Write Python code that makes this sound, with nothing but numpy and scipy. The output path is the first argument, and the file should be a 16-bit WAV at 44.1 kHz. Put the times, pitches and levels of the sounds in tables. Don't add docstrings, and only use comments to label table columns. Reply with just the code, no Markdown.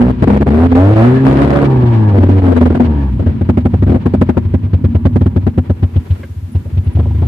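import sys
import numpy as np
from scipy import signal
from scipy.fft import rfft, irfft, next_fast_len
from scipy.io import wavfile
from scipy.ndimage import uniform_filter1d, map_coordinates

SR = 44100
rng = np.random.default_rng(int(sys.argv[2]) if len(sys.argv) > 2 else 0)


def magnitude_from_level(level_db):
    exponent = np.asarray(level_db, float) / 20
    return 10 ** exponent


def store_wav(level_fs):
    pcm = np.round(np.clip(np.atleast_2d(level_fs), -1, 1) * 32767)
    wavfile.write(sys.argv[1], SR, pcm.T.astype(np.int16))


N = 320607
TIME = np.arange(N) / SR

# start_s, firing_rate_hz
SPEED = [(0, 58.44), (.09, 63.68), (.2, 61.4), (.36, 69.82), (.48, 69), (.65, 85.77), (.76, 85.56),
         (.86, 99.04), (1.16, 132), (1.28, 133.1), (1.51, 143.6), (1.63, 140.5), (1.72, 130.9),
         (2.21, 93.67), (2.38, 95.64), (2.61, 80.67), (2.77, 84.19), (3.2, 58.26)]
# start_s, end_s, loss_hz (negative: gain)
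SPEED_SHIFTS = [
    (.9, .93, -2),
    (.96, 1.04, 2.5),
    (1.49, 1.55, 2),
]
# start_s, load_db, cylinder unevenness (0-1)
THROTTLE = [(0, -30, 0.05), (.11, -27.5, 0.01), (.3, -26.5, 0.48), (.6, -26.5, 0.21), (1.05, -22, 0.1),
            (1.23, -31, 0.2), (1.27, -22, 0.5), (1.63, -23.5, 0.43), (1.7, -28, 0.5), (1.9, -32, 0),
            (2.12, -31.5, 0.1), (2.17, -30.5, 0.3), (2.35, -34, 0.08), (2.47, -28.5, 0.6), (2.5, -32, 0),
            (2.81, -34, 0.4), (3.05, -47, 0.2), (3.15, -78, 0.4)]
# start_s, end_s, depth (0-1)
COASTS = [
    (1.67, 2.143, 1),
    (2.86, 3.2, 0.44),
]
# start_s, end_s, loss_db
MISSES = [(.115, .222, 14), (.25, .273, 14), (.383, .405, 14), (.433, .463, 17), (.492, .503, 6),
          (.672, .715, 12), (.733, .75, 10), (.942, .958, 12), (1.185, 1.2, 6), (2.192, 2.202, 9),
          (2.247, 2.262, 12), (2.275, 2.288, 12), (2.4, 2.418, 9), (2.535, 2.556, 6), (2.592, 2.606, 9),
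          (2.64, 2.654, 9), (2.685, 2.7, 9), (2.735, 2.747, 9), (2.782, 2.796, 9)]
# start_s, end_s, depth (0-1)
DEAD_CYLINDER = [
    (1.25, 1.65, 1),
    (1.9, 2.7, 0.07),
    (0.18, 0.29, 0.6),
]
# start_s, end_s, loss_db
CLEAN = [
    (.5, .67, 0.5),
    (.76, .94, 2),
    (.96, 1.2, 0.5),
]
CYLINDERS = [-0.22, -1.77, 0.76, -0.48]
# start_s, second_order_db (lopsided), third_order_db (sharp), upper_orders_db (edge), front_db (steep)
PULSE = [(0, -3.5, 6, 4.5, 5), (.3, -2, 4, -5, 2), (.5, 2, 0.5, 4, 1), (.65, -4.5, 0, 0.5, 5),
         (.8, -4.5, -0.5, -4.5, 4), (.95, -7, -2, 0.8, 0), (1.03, 3, 0.5, 7, 4), (1.18, -0.5, 6.5, -4.5, 0),
         (1.27, -2, 7.5, -0.5, -2), (1.6, -1, -9.5, 6.5, 0.5), (1.72, -4, -1, -3, 2),
         (2, 5.5, 6.5, -8.5, 1), (2.15, -7.5, -2, -5.5, 10.5), (2.3, -4.5, 3, 1.3, 2),
         (2.48, -1.5, 3.5, -1, 3.5), (2.8, -4.5, 4.5, -13.5, -2.5), (2.9, 2.5, -1.5, 6, 12.5),
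         (3.15, -6.5, 6.5, -6, -1.5)]
# multiple of firing rate, level_db, db per db of load, db per unit of unevenness,
# db with a cylinder out, plain pumping coast_level_db
FIRING_ORDERS = [(1, 0.5, 0.23, -2.5, -2, -10), (2, -4.5, -0.16, 1.5, 0.5, -20.5),
                 (3, 2, 1.08, -3.5, -28.5, -23.5), (4, -4, 0.24, -11.5, 5.5, -32.5)]
HALF_ORDERS = [(.5, -24, .1, 19, 11, -36.5), (1.5, -21, 0.28, 10, 2.8, -32), (2.5, -33, .3, 18, 6.1, -27)]
# pitch_hz, gain_db
PIPE = [(60, -21), (95, -7), (135, -11.5), (170, -27), (200, -15.5), (245, -6.5), (290, -11.5),
        (420, -24.5)]
# pitch_hz, gain_db
FIREWALL = [(420, 0.5), (520, -1), (600, 1.5), (750, -2), (900, 1), (1100, -1), (1400, -2)]
# start_s, boom_db, bark_db, rasp_db
POPS = [(.006, -13.5, -8, -26.5), (.217, -10, 2, -24.5), (0.266, -6.5, -0.5, -26.5),
        (0.398, -8.5, -6.5, -48), (.457, -9.5, -1.5, -32), (0.71, -9, -10.5, -43),
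        (0.746, -10.5, -10.5, -24.5), (1.825, -10, -6, -32.5), (2.173, -18.5, -0.5, -28),
        (2.227, -19, -1, -31.5), (2.283, -15, 0, -42), (2.468, -23.5, -4, -35), (2.513, -13.5, -2.5, -22.5),
        (2.559, -19, -9, -18), (2.604, -5, 0, -22.5), (2.651, -17.5, -3, -20.5), (2.699, -13, 0.5, -33.5),
        (2.743, -4, -3, -22), (2.793, -11.5, 2, -25.5)]
# start_s, boom_db, fire_db, boom_db of the unfired stroke before
FIRINGS = [(3.406, -1.5, -6.5, -12), (3.485, -1.5, 1.5, -11), (3.567, -1.5, 0, -13), (3.648, -1, -1, -6),
           (3.731, -1, -6, -11.5), (3.818, 2, -3, -1.5), (4.053, -1.5, 0, -10), (4.132, -6, -0.2, -12.5),
           (4.208, -2.5, 2.5, -4), (4.285, -4.5, 1, -5), (4.365, -1, -0.7, -11.5), (4.446, 0.5, -17.5, -15),
           (4.534, 1.5, -3.5, -7.5), (4.728, 4, -8, -10), (4.837, 3, -5, -15.5), (4.943, 3, -6, -24),
           (5.048, 4.5, -0.5, -5.5), (5.153, -0.5, -1, -0.5), (5.357, 2, -3.5, -13), (5.462, 0.5, -2.5, -2),
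           (5.572, 2, -2, -16.5), (5.693, 2, -6, -13), (5.822, 3.5, -8, -13), (5.955, 3.5, -13, -12.5),
           (6.099, 3, -24, -19), (6.545, 1.8, -16, -23), (6.767, 3, -19, -8), (6.861, 1.5, -23, -17.5),
           (6.947, 2.5, -19.5, -34)]
# start_s, boom_db, fire_db
CATCHES = [(3.189, 0.5, -8.5), (3.217, -19, -13.5), (3.258, 2.5, -8.5), (3.283, -5.5, -13.5),
           (3.318, -7, -25), (3.86, 1, -8), (3.875, -11, -9), (3.89, 0.5, -3), (3.913, -10, -3.5),
           (3.938, -4.5, -3.5), (3.953, -8.5, -9), (3.969, -8, -23), (4.627, -2.5, -21.5),
           (4.657, -10.5, -21), (5.206, 2.5, -5.5), (5.255, 1, -3.5), (6.003, -17, -44), (6.191, -16, -27),
           (6.236, -18, -25), (6.295, -11.5, -52), (6.36, -8.5, -52), (6.419, -9, -44), (6.653, -9, -31),
           (6.722, -3.5, -37), (6.985, 2, -9), (7.214, 1, -13)]
# pitch_hz, level_db, t60_s, arrival_s
BARK = [(247, 2, 0.078, 0.007615), (355.8, -6.5, 0.062, 0.00578), (195.1, 4.5, 0.034, 0.00508),
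        (535, -21, 0.053, 0.00572)]
# pitch_hz, level_db (per Hz)
RASP = [(260, -45.5), (450, 2.5), (745, -6.5), (1000, -15.5), (1730, -20), (5930, -50), (9380, -48),
        (13800, -61.5), (15500, -72.5)]
# pitch_hz, width_hz, lift_db
BLOCK = [(1590, 10, 4.5), (2350, 610, -0.5), (3200, 1500, 2.5), (4660, 1500, 3.5), (964, 30, 3.5)]
# pitch_hz, level_db, t60_s
KNOCK = [(507, -11.5, 0.036), (615, -15.5, 0.041), (778, -18.5, 0.044), (1350, -23.5, 0.034)]
# start_s, peak_db, low_pitch_hz, high_pitch_hz
PANELS = [(2.443, -8, 643, 1320), (2.476, -7, 621, 1250), (2.52, -7.5, 617, 1440), (2.565, -6, 647, 1380),
          (2.611, -4, 613, 1250), (2.656, -6, 613, 1230), (2.703, -8, 600, 1344), (2.75, -8, 628, 1450),
          (2.804, -7.5, 519, 1617), (2.836, -14, 571.6, 1284), (3.087, -20.5, 920, 1320),
          (3.191, -24, 523, 1290), (3.273, -19.5, 520, 1256), (3.359, -34, 533, 1620),
          (3.417, -21, 584, 1360), (3.494, -8.5, 563, 1350), (3.574, -11, 560, 1595),
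          (3.656, -7.5, 565, 1350), (3.734, -18.5, 564, 1600), (3.824, -13, 627, 1350),
          (3.872, -20.5, 585, 1350), (3.893, -9.5, 784, 1620), (3.93, -12, 527, 1250),
          (4.067, -16, 610, 1450), (4.145, -7.5, 590, 1250), (4.22, -5.5, 605, 1257),
          (4.297, -11, 582, 1573), (4.345, -19, 620, 1320), (4.369, -7, 573, 1343),
          (4.542, -20.5, 526, 1530), (4.736, -19.5, 548, 1395), (4.842, -16, 522, 1230),
          (4.949, -17.5, 524, 1770), (5.053, -11, 526, 1324), (5.162, -13, 535, 1260),
          (5.209, -19.5, 526, 1406), (5.261, -18, 520, 1910), (5.364, -13.5, 505, 1275),
          (5.469, -20, 523, 1700), (5.579, -16, 523, 1370), (5.699, -12, 530, 1354),
          (5.832, -15.5, 537, 1240), (5.961, -23.5, 527, 1284), (6.106, -29, 590, 1790),
          (6.233, -15, 540, 1500),
          (6.652, -21, 374, 902),
    (6.764, -24, 353, 988),
    (6.968, -13, 331, 982),
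    (7.0, -12, 470, 956),
    (7.055, -12, 367, 961),
    (7.145, -29, 417, 1100),
    (7.182, -20, 331, 921),
    (7.228, -15, 510, 1100),
]
# start_s, stroke_rate_hz, intake_drone_db, body_shake_db
IDLE = [(3.1, 44.5, -45.5, -22), (3.25, 44.6, -42.5, -18), (3.68, 31, -43, -23.5), (4.07, 41, -40, -21.5),
        (4.74, 28, -46.5, -23), (5.22, 28, -41.5, -21.5), (5.79, 20, -49, -31.5), (6.12, 45, -53, -30),
        (6.34, 14.5, -66, -40), (6.5, 15.6, -57, -33.5), (6.9, 37, -54.5, -30), (7.11, 37, -50, -21.5),
        (7.27, 38, -52, -31)]
# pitch_hz, width_hz, level_db
INTAKE = [(793.5, 17, 3), (950, 110, 5), (563, 150, 4), (1707, 100, -1), (1143, 91, 2)]
# start_s, end_s, depth (0-1)
SINGS = [
    (1.13, 1.24, 0.31),
    (1.67, 2.13, 0.93),
    (2.85, 3.09, 0.75),
]
# start_s, end_s, depth (0-1)
WHISTLES = [
    (1.02, 1.24, 1),
    (1.7, 1.8, .35),
    (1.99, 2.12, .45),
    (2.93, 3.1, 0.2),
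]
# pitch_hz, level_db (per Hz)
VALVES = [(200, -34.5), (320, -1.5), (500, -14), (700, -17.5), (1300, -21.5), (2500, -26.5), (4600, -42),
          (6000, -49), (10000, -55), (15000, -70.5)]
# pitch_hz, width_hz, lift_db
CASING = [(790, 31, 2.5), (980, 48, 5), (1370, 27, 3), (2300, 36, 4), (2700, 70, 0), (4060, 45, 4.5)]
# pitch_hz, level_db (per Hz)
RUMBLE = [(25, -58.5), (42, -14), (60, -10), (88, -1), (140, -5.5), (172, -7.5), (240, 0.5), (300, -15.5),
          (500, -32.5), (900, -82.5)]
# pitch_hz, level_db (per Hz)
HISS = [(2000, -0.5), (5000, -7), (9000, -9.5), (14000, -8.5)]
# start_s, level_db
HISS_GAIN = [(0, -66), (3, -60), (5.9, -55), (6.2, -51.5), (7.2, -54.5)]
# start_s, level_db
SQUEAKS = [
    (6.5236, -52),
    (6.8459, -57.5),
    (6.929, -57),
]
# start_s, level_db, pitch_hz, width (share of pitch)
RATTLES = [(6.231, -31, 1590, .05), (6.231, -40, 2100, .05), (6.232, -36, 1500, .8), (6.655, -29, 450, .4),
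           (6.971, -24, 520, .4), (6.968, -22, 370, .2), (6.998, -26, 750, .5), (7.054, -21, 430, .45),
           (7.108, -32, 600, .5), (7.224, -24, 650, .5), (7.222, -23, 400, .3), (7.266, -54, 6830, .77)]
# pitch_hz, likeness (0-1)
ALIKE = [(100, 0.97), (300, 0.85), (600, 0.13), (1200, 0.031), (2500, 0.016), (8000, 0.0085)]

FULL_LOAD_DB = -25
BARK_DB, BARK_PER_LOAD, BARK_PER_UNEVEN = -28.5, 0.46, 24
WHINE_DB, WHINE_COAST_DB = -49.5, 21
UPPER_COAST_DB, DRONE_COAST_DB = -2, 17.5
SURGE_DB, SURGE_S, SURGE_PEAK_S = 5, .0625, 1.572
FAST_PIPE_DB = -6.5
THUD_DB, THUD_PER_FIRE = 1.5, .3
PANEL_DB, PANEL_HIGH_DB, PANEL_T60_S, PANEL_HIGH_T60_S = -8, -17, .06, .04
BEFORE_S, AFTER_S, AFTER_DB, SLOW_GAP_S, UNFIRED_DB = 0.0306, 0.0329, -14.5, .088, -43
STEADY_S, STEADY_GAP_S, STEADY_BOOM_DB, STEADY_FIRE_DB = 7.023, .039, -0.4, -22.5
RASP_DB, RASP_PER_FIRE = -20.5, 0.85
GEAR_DB, GEAR_PER_OCTAVE, GEAR_COAST_DB = -40.5, 6.04, -1.5
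RUMBLE_SWAY_DB = 1.8
WHISTLE_DB, WHISTLE_HZ, WHISTLE_WIDTH_HZ = -36, 1700, 90
FOLD_AT, FOLD_BACK, FOLD_GAIN = 1.02, .55, 1.036
EASE_S = 0.0064


def blow():
    t = np.arange(SR // 5) / SR
    swell = np.exp(-np.abs((t - .018) / 0.018) ** 3)
    swell = swell + 0.051 * np.exp(-t / 0.026) * (1 - np.exp(-t / 0.0019))
    boom = -np.sin(2 * np.pi * 89 * (t - .004)) * swell * (1 - np.exp(-t / 0.0017))
    thud = -0.5 * np.sin(2 * np.pi * 140 * (t - .006)) * (1 - np.exp(-t / 0.0019)) * np.exp(-t / 0.022)
    bark = []
    for hz, db, t60, arrival in BARK:
        age = np.clip(t - arrival, 0, None)
        bark.append(-magnitude_from_level(db - 60 * age / t60) * np.sin(2 * np.pi * hz * age) * (1 - np.exp(-age / 0.0013)))
    late = np.clip(t - .0035, 0, None)
    spurts = (1 + 0.5 * np.cos(2 * np.pi * 240 * (t - .006))) ** 1.01
    rasp = (1 - np.exp(-late / 0.0019)) * np.exp(-(late / 0.021) ** 3) * spurts
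    return (boom, thud), bark, rasp


def revving(bark, gas):
    rate = curves(SPEED)[0] - during(SPEED_SHIFTS)
    rasp_db, uneven = curves(THROTTLE)
    bark_db = BARK_DB + BARK_PER_LOAD * (rasp_db - FULL_LOAD_DB) + BARK_PER_UNEVEN * uneven
    whine_db = WHINE_DB + WHINE_COAST_DB * during(SINGS) + 6 * np.log2(rate / 100)
    loss = 0
    for a, b, db in MISSES:
        loss = loss + db * np.interp(TIME, [a - .002, a + .004, b - .002, b + .002], [0, 1, 1, 0])

    turns = np.cumsum(rate) / SR
    at = np.flatnonzero(np.diff(np.floor(turns)))
    chance = rng.standard_normal((len(at), 2))
    size = np.abs(1 + np.clip(uneven[at], 0, 1) * np.resize(CYLINDERS, len(at))) * magnitude_from_level(.7 * chance[:, 0])
    s = np.abs(at / SR + .00008 * chance[:, 1])
    barks = filtered(struck(s, size - .7, bark), lambda hz: 1 / (1 + (215 / (hz + 1)) ** 6))
    barks = magnitude_from_level(bark_db - 1.6 * loss) * even(barks, 0.021)
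    fronts = filtered(struck(s + 0.002867, size, [1.]), lambda hz: magnitude_from_level(along(RASP, hz) - hz / 400))
    fronts = even(fronts, 0.054)

    first, *upper = order_levels(FIRING_ORDERS, rate, rasp_db, uneven)
    halves = order_levels(HALF_ORDERS, rate, rasp_db, uneven)
    for k in range(8):
        upper.append(upper[-2] - 5.5 + 0.5 * (rasp_db + 12.5) + UPPER_COAST_DB * coasting())
    second_db, third_db, edge_db, front_db = curves(PULSE)
    lifts = [second_db, third_db, edge_db] + [edge_db, edge_db + second_db] * 4
    upper = [db + lift for db, lift in zip(upper, lifts)]
    upper = [db + (k > 2) * along(FIREWALL, (k + 2) * rate) for k, db in enumerate(upper)]

    def wave(k):
        return np.sin(k * 2 * np.pi * turns + 0.14 * wobble(14) + np.pi / 2 * (k % 2 == 0))

    surge_db = SURGE_DB * during(DEAD_CYLINDER) * np.cos(2 * np.pi * (TIME - SURGE_PEAK_S) / SURGE_S)
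    low = magnitude_from_level(first + surge_db + 2.5 - 0.62 * loss + 0.11 * wobble(24)) * wave(1)
    for k, db in enumerate(halves):
        low = low + magnitude_from_level(db - 0.27 * loss + 0.37 * wobble(11)) * wave(k + .5)
    high = 0
    for k, db in enumerate(upper):
        flutter_db = 2.7 * wobble(14) + 3.0 * during(DEAD_CYLINDER) * wobble(35)
        high = high + magnitude_from_level(db + 2.0 - 0.62 * loss + flutter_db) * wave(k + 2)
    tones = low + high + barks

    spurts = even(np.abs(tones) ** 1.7, .12)
    spurting_rasp = 0.87 * magnitude_from_level(-during(CLEAN)) * spurts * gas + 1.19 * magnitude_from_level(front_db) * fronts
    rasps = magnitude_from_level(rasp_db - 2.1 * loss - 5.9 * coasting()) * spurting_rasp
    whine = filtered(struck(s, size, [1.]), lambda f: intake(f) / (1 + (f / 2000) ** 6))
    whine = magnitude_from_level(whine_db) * even(whine, 0.11)
    running = np.interp(TIME, [3.16, 3.19], [1, 0])
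    return running * tones, running * rasps, running * whine


def order_levels(table, rate, load_db, uneven):
    load_db = np.maximum(load_db - FULL_LOAD_DB, -18)
    coast, dead = np.clip(coasting(), 0, 1), during(DEAD_CYLINDER)
    levels = []
    for k, db, per_load, per_uneven, dead_db, coast_db in table:
        powered = along(PIPE, k * rate) + db + per_load * load_db + per_uneven * uneven + dead_db * dead
        levels.append((1 - coast) * powered + coast * coast_db)
    return levels


def idling(boom, bark, rasp, gas):
    strokes = idle_strokes()
    strokes = np.c_[strokes, RASP_DB + RASP_PER_FIRE * strokes[:, 2]]
    s, boom_db, bark_db, rasp_db = np.vstack([POPS, strokes]).T
    fast = (s > 2) & (s < 3)
    tones = struck(s, magnitude_from_level(boom_db - 9.0), boom[0])
    tones = tones + struck(s, magnitude_from_level(bark_db - 1.5), sum(bark) - bark[2])
    tones = tones + struck(s, magnitude_from_level(bark_db - 2.5 + FAST_PIPE_DB * fast), bark[2])
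    thud_db = boom_db - 7.5 + THUD_DB + THUD_PER_FIRE * np.maximum(bark_db, -25)
    tones = tones + struck(s, magnitude_from_level(thud_db), boom[1]) + panels() + knocks(s, bark_db)
    clatter = rush(lambda hz: np.exp(-(np.log((hz + 1) / 2600) / 0.5) ** 2))
    clatter = struck(s, magnitude_from_level(2.7 * boom_db - 50), rasp) * clatter
    rasps = struck(s, magnitude_from_level(1.185 * rasp_db - 0.5), rasp) * ringing(gas, depth_db=2.5)
    return tones, rasps + clatter


def idle_strokes():
    s, boom_db, fire_db, before_db = np.transpose(FIRINGS)
    fired, fired_db = np.array(sorted([r[:2] for r in FIRINGS + CATCHES])).T
    alone = np.diff(fired, append=fired[-1]) > SLOW_GAP_S
    slow = fired[alone]
    steady = STEADY_S + STEADY_GAP_S * np.array([0, 1, 2, 3, 4, 5.85])

    def row(t, boom, fire):
        return np.transpose(np.broadcast_arrays(t, boom, fire))

    def scatter(t):
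        return 3 * rng.standard_normal(len(t))

    before = row(s - BEFORE_S, before_db, UNFIRED_DB + scatter(s))
    after = row(slow + AFTER_S, AFTER_DB + 0.38 * fired_db[alone], UNFIRED_DB + scatter(slow))
    caught = row(steady, STEADY_BOOM_DB, STEADY_FIRE_DB + scatter(steady))
    return np.vstack([row(s, boom_db, fire_db), CATCHES, before, after, caught])


def knocks(s, bark_db):
    t = np.arange(SR // 8) / SR
    luck = rng.standard_normal((len(s), 2 * len(KNOCK)))
    out = 0
    for k, (hz, db, t60) in enumerate(KNOCK):
        mode = magnitude_from_level(-60 * t / t60) * (1 - np.exp(-t / 0.0038)) * np.sin(2 * np.pi * hz * t)
        start = s + 0.00688 + .002 * np.abs(luck[:, -1 - k])
        out = out + struck(start, magnitude_from_level(1.2 * bark_db + db - 1 + 1.8 * luck[:, k]), mode)
    return out


def panels():
    out, t = np.zeros(N + SR), np.arange(SR // 10) / SR

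    def ring(hz, db, t60):
        return magnitude_from_level(db - 60 * t / t60) * (1 - np.exp(-t / 0.003)) * np.sin(2 * np.pi * hz * t)

    for s, db, low_hz, high_hz in PANELS:
        both = ring(low_hz, db + PANEL_DB, PANEL_T60_S) + ring(high_hz, db + PANEL_HIGH_DB, PANEL_HIGH_T60_S)
        out[round(s * SR):][:len(t)] += both
    return out[:N]


def ringing(x, depth_db):
    z = signal.stft(x, nperseg=1024)[2]
    field = uniform_filter1d(rng.standard_normal(z.shape[1:]), 4, 0)
    field = uniform_filter1d(field, 5, 1)
    bands = magnitude_from_level(depth_db * 1.2 * np.tanh(unit(field) / 0.98))
    return unit(signal.istft(z * bands, nperseg=1024)[1][:, :N]) * np.std(x)


def intake(f):
    total = 0
    for k, (c, w, db) in enumerate(INTAKE):
        total = total + (-1) ** k * magnitude_from_level(db) * 1j * f * w / (c * c - f * f + 1j * f * w)
    return total ** 2


def block(spectrum, lifts=BLOCK):
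    return lambda f: magnitude_from_level(along(spectrum, f) + sum(db / (1 + (2 * (f - c) / w) ** 2) for c, w, db in lifts))


def small_noises():
    t = np.arange(SR // 6) / SR
    chirp_swell = (t / .011) * np.exp(1 - t / .011) + .15 * np.exp(-t / .06)
    chirp = np.sin(2 * np.pi * 9930 * t) * chirp_swell
    chirp_s, chirp_db = np.transpose(SQUEAKS)
    out = magnitude_from_level(2.8 * wobble(120)) * struck(chirp_s - .008, magnitude_from_level(chirp_db), chirp)
    for s, db, hz, width in RATTLES:
        edges = np.array([1 / (1 + abs(width)), 1 + abs(width)]) * hz
        band = signal.butter(3, edges, "band", fs=SR, output="sos")
        burst = unit(signal.sosfilt(band, rng.standard_normal(len(t)))) * np.exp(-t / 0.0096)
        start = round(s * SR)
        out[start:][:len(t)] += magnitude_from_level(db) * burst[:N - start]
    return out


def machinery():
    idle_rate, drone_db, shake_db = curves(IDLE)
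    rate = np.where(TIME < IDLE[0][0], curves(SPEED)[0], idle_rate)
    drone_db = drone_db - 4.0 + DRONE_COAST_DB * during(SINGS) + 2 * coasting()
    drone = magnitude_from_level(drone_db + 1.8 * wobble(30)) * rush(intake)
    gear_db = GEAR_DB + GEAR_PER_OCTAVE * np.log2(rate / 100) + GEAR_COAST_DB * coasting()
    gear = magnitude_from_level(gear_db + 10.0 + 2.8 * wobble(44)) * rush(block(VALVES, BLOCK + CASING))
    rumble = magnitude_from_level(shake_db + RUMBLE_SWAY_DB * wobble(11)) * rush(lambda hz: magnitude_from_level(along(RUMBLE, hz)))
    edge_air = rush(lambda hz: 1 / (1 + ((hz - WHISTLE_HZ) / WHISTLE_WIDTH_HZ) ** 2))
    whistle = magnitude_from_level(WHISTLE_DB + 2.2 * wobble(43)) * during(WHISTLES) * edge_air
    hiss = magnitude_from_level(curves(HISS_GAIN)[0] + 1.7 * wobble(3.6))
    hiss = hiss * magnitude_from_level([[1], [-1]]) * rush(lambda hz: magnitude_from_level(along(HISS, hz)))
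    return drone + gear + rumble + whistle + hiss


def unit(x):
    return x / np.sqrt(np.mean(x ** 2) + 1e-20)


def even(x, span_s):
    return x / np.sqrt(np.abs(uniform_filter1d(x ** 2, int(span_s * SR))) + 1e-6)


def along(points, hz):
    f, v = np.transpose(points)
    return np.interp(np.log(hz + 1), np.log(f + 1), v)


def curves(rows):
    s, *cols = np.transpose(rows)
    return [np.interp(TIME, s, c) for c in cols]


def during(spans):
    total = 0
    for a, b, depth in spans:
        corners = [a - EASE_S, a + EASE_S, b - EASE_S, b + EASE_S]
        total = total + np.interp(TIME, corners, [0, depth, depth, 0])
    return total


def coasting():
    return during(COASTS)


def wobble(rate):
    return map_coordinates(rng.standard_normal(int(N * rate / SR) + 4), [TIME * rate])


def filtered(x, response):
    m = next_fast_len(N + SR // 2)
    return irfft(rfft(x, m) * response(np.fft.rfftfreq(m, 1 / SR)), m)[..., :N]


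def struck(s, size, shape):
    train = np.bincount(np.round(np.asarray(s) * SR).astype(int), size, N + SR)[:N]
    return signal.fftconvolve(train, shape)[:N]


def rush(gain):
    def mid_side(hz):
        turn = np.arccos(np.clip(along(ALIKE, hz), -1, 1)) / 2
        return gain(hz) * [np.cos(turn), np.sin(turn)]

    mid, side = filtered(rng.standard_normal((2, N)), mid_side)
    return unit(np.array([mid + side, mid - side]))


def scene():
    boom, bark, rasp = blow()
    gas = rush(block(RASP)) * 2.59
    rev_tones, rev_rasp, whine = revving(sum(bark), gas)
    idle_tones, idle_rasp = idling(boom, bark, rasp, gas)
    tones = rev_tones + idle_tones
    sway = .27 * wobble(9) * filtered(tones, lambda hz: 1 / (1 + (180 / (hz + 1)) ** 6))
    tones = tones * magnitude_from_level([[.4], [-.4]]) + np.array([sway, -sway])

    def lag(s):
        return lambda hz: np.exp(1j * np.outer([-1, 1], 2 * np.pi * hz * s))

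    exhaust = filtered(tones + (rev_rasp + idle_rasp) * magnitude_from_level([[.6], [-.6]]), lag(.00009))
    fade_in = np.minimum(1, TIME / 0.0009)
    return exhaust * fade_in + filtered(whine, lag(-0.00012)) + machinery() + small_noises()


def roll_off(x):
    return signal.sosfilt(signal.butter(12, 15000, fs=SR, output="sos"), x)


def record(dry):
    cut = filtered(dry, lambda f: ((1j * f) ** 2 / (48 ** 2 - f * f + 1j * f * 48 * 0.92)) ** 2)
    over = np.maximum(np.abs(cut) - FOLD_AT, 0)
    folded = cut - (1 + FOLD_BACK) * np.sign(cut) * over
    held = FOLD_GAIN * filtered(folded, lambda f: 1 / (1 + (40 / (f + 1)) ** 8))
    held = filtered(np.clip(held, -1, 1), lambda f: 1 / (1 + (f / 14800) ** 40))
    return roll_off(held)


dry = scene()
out = record(dry)
store_wav(out)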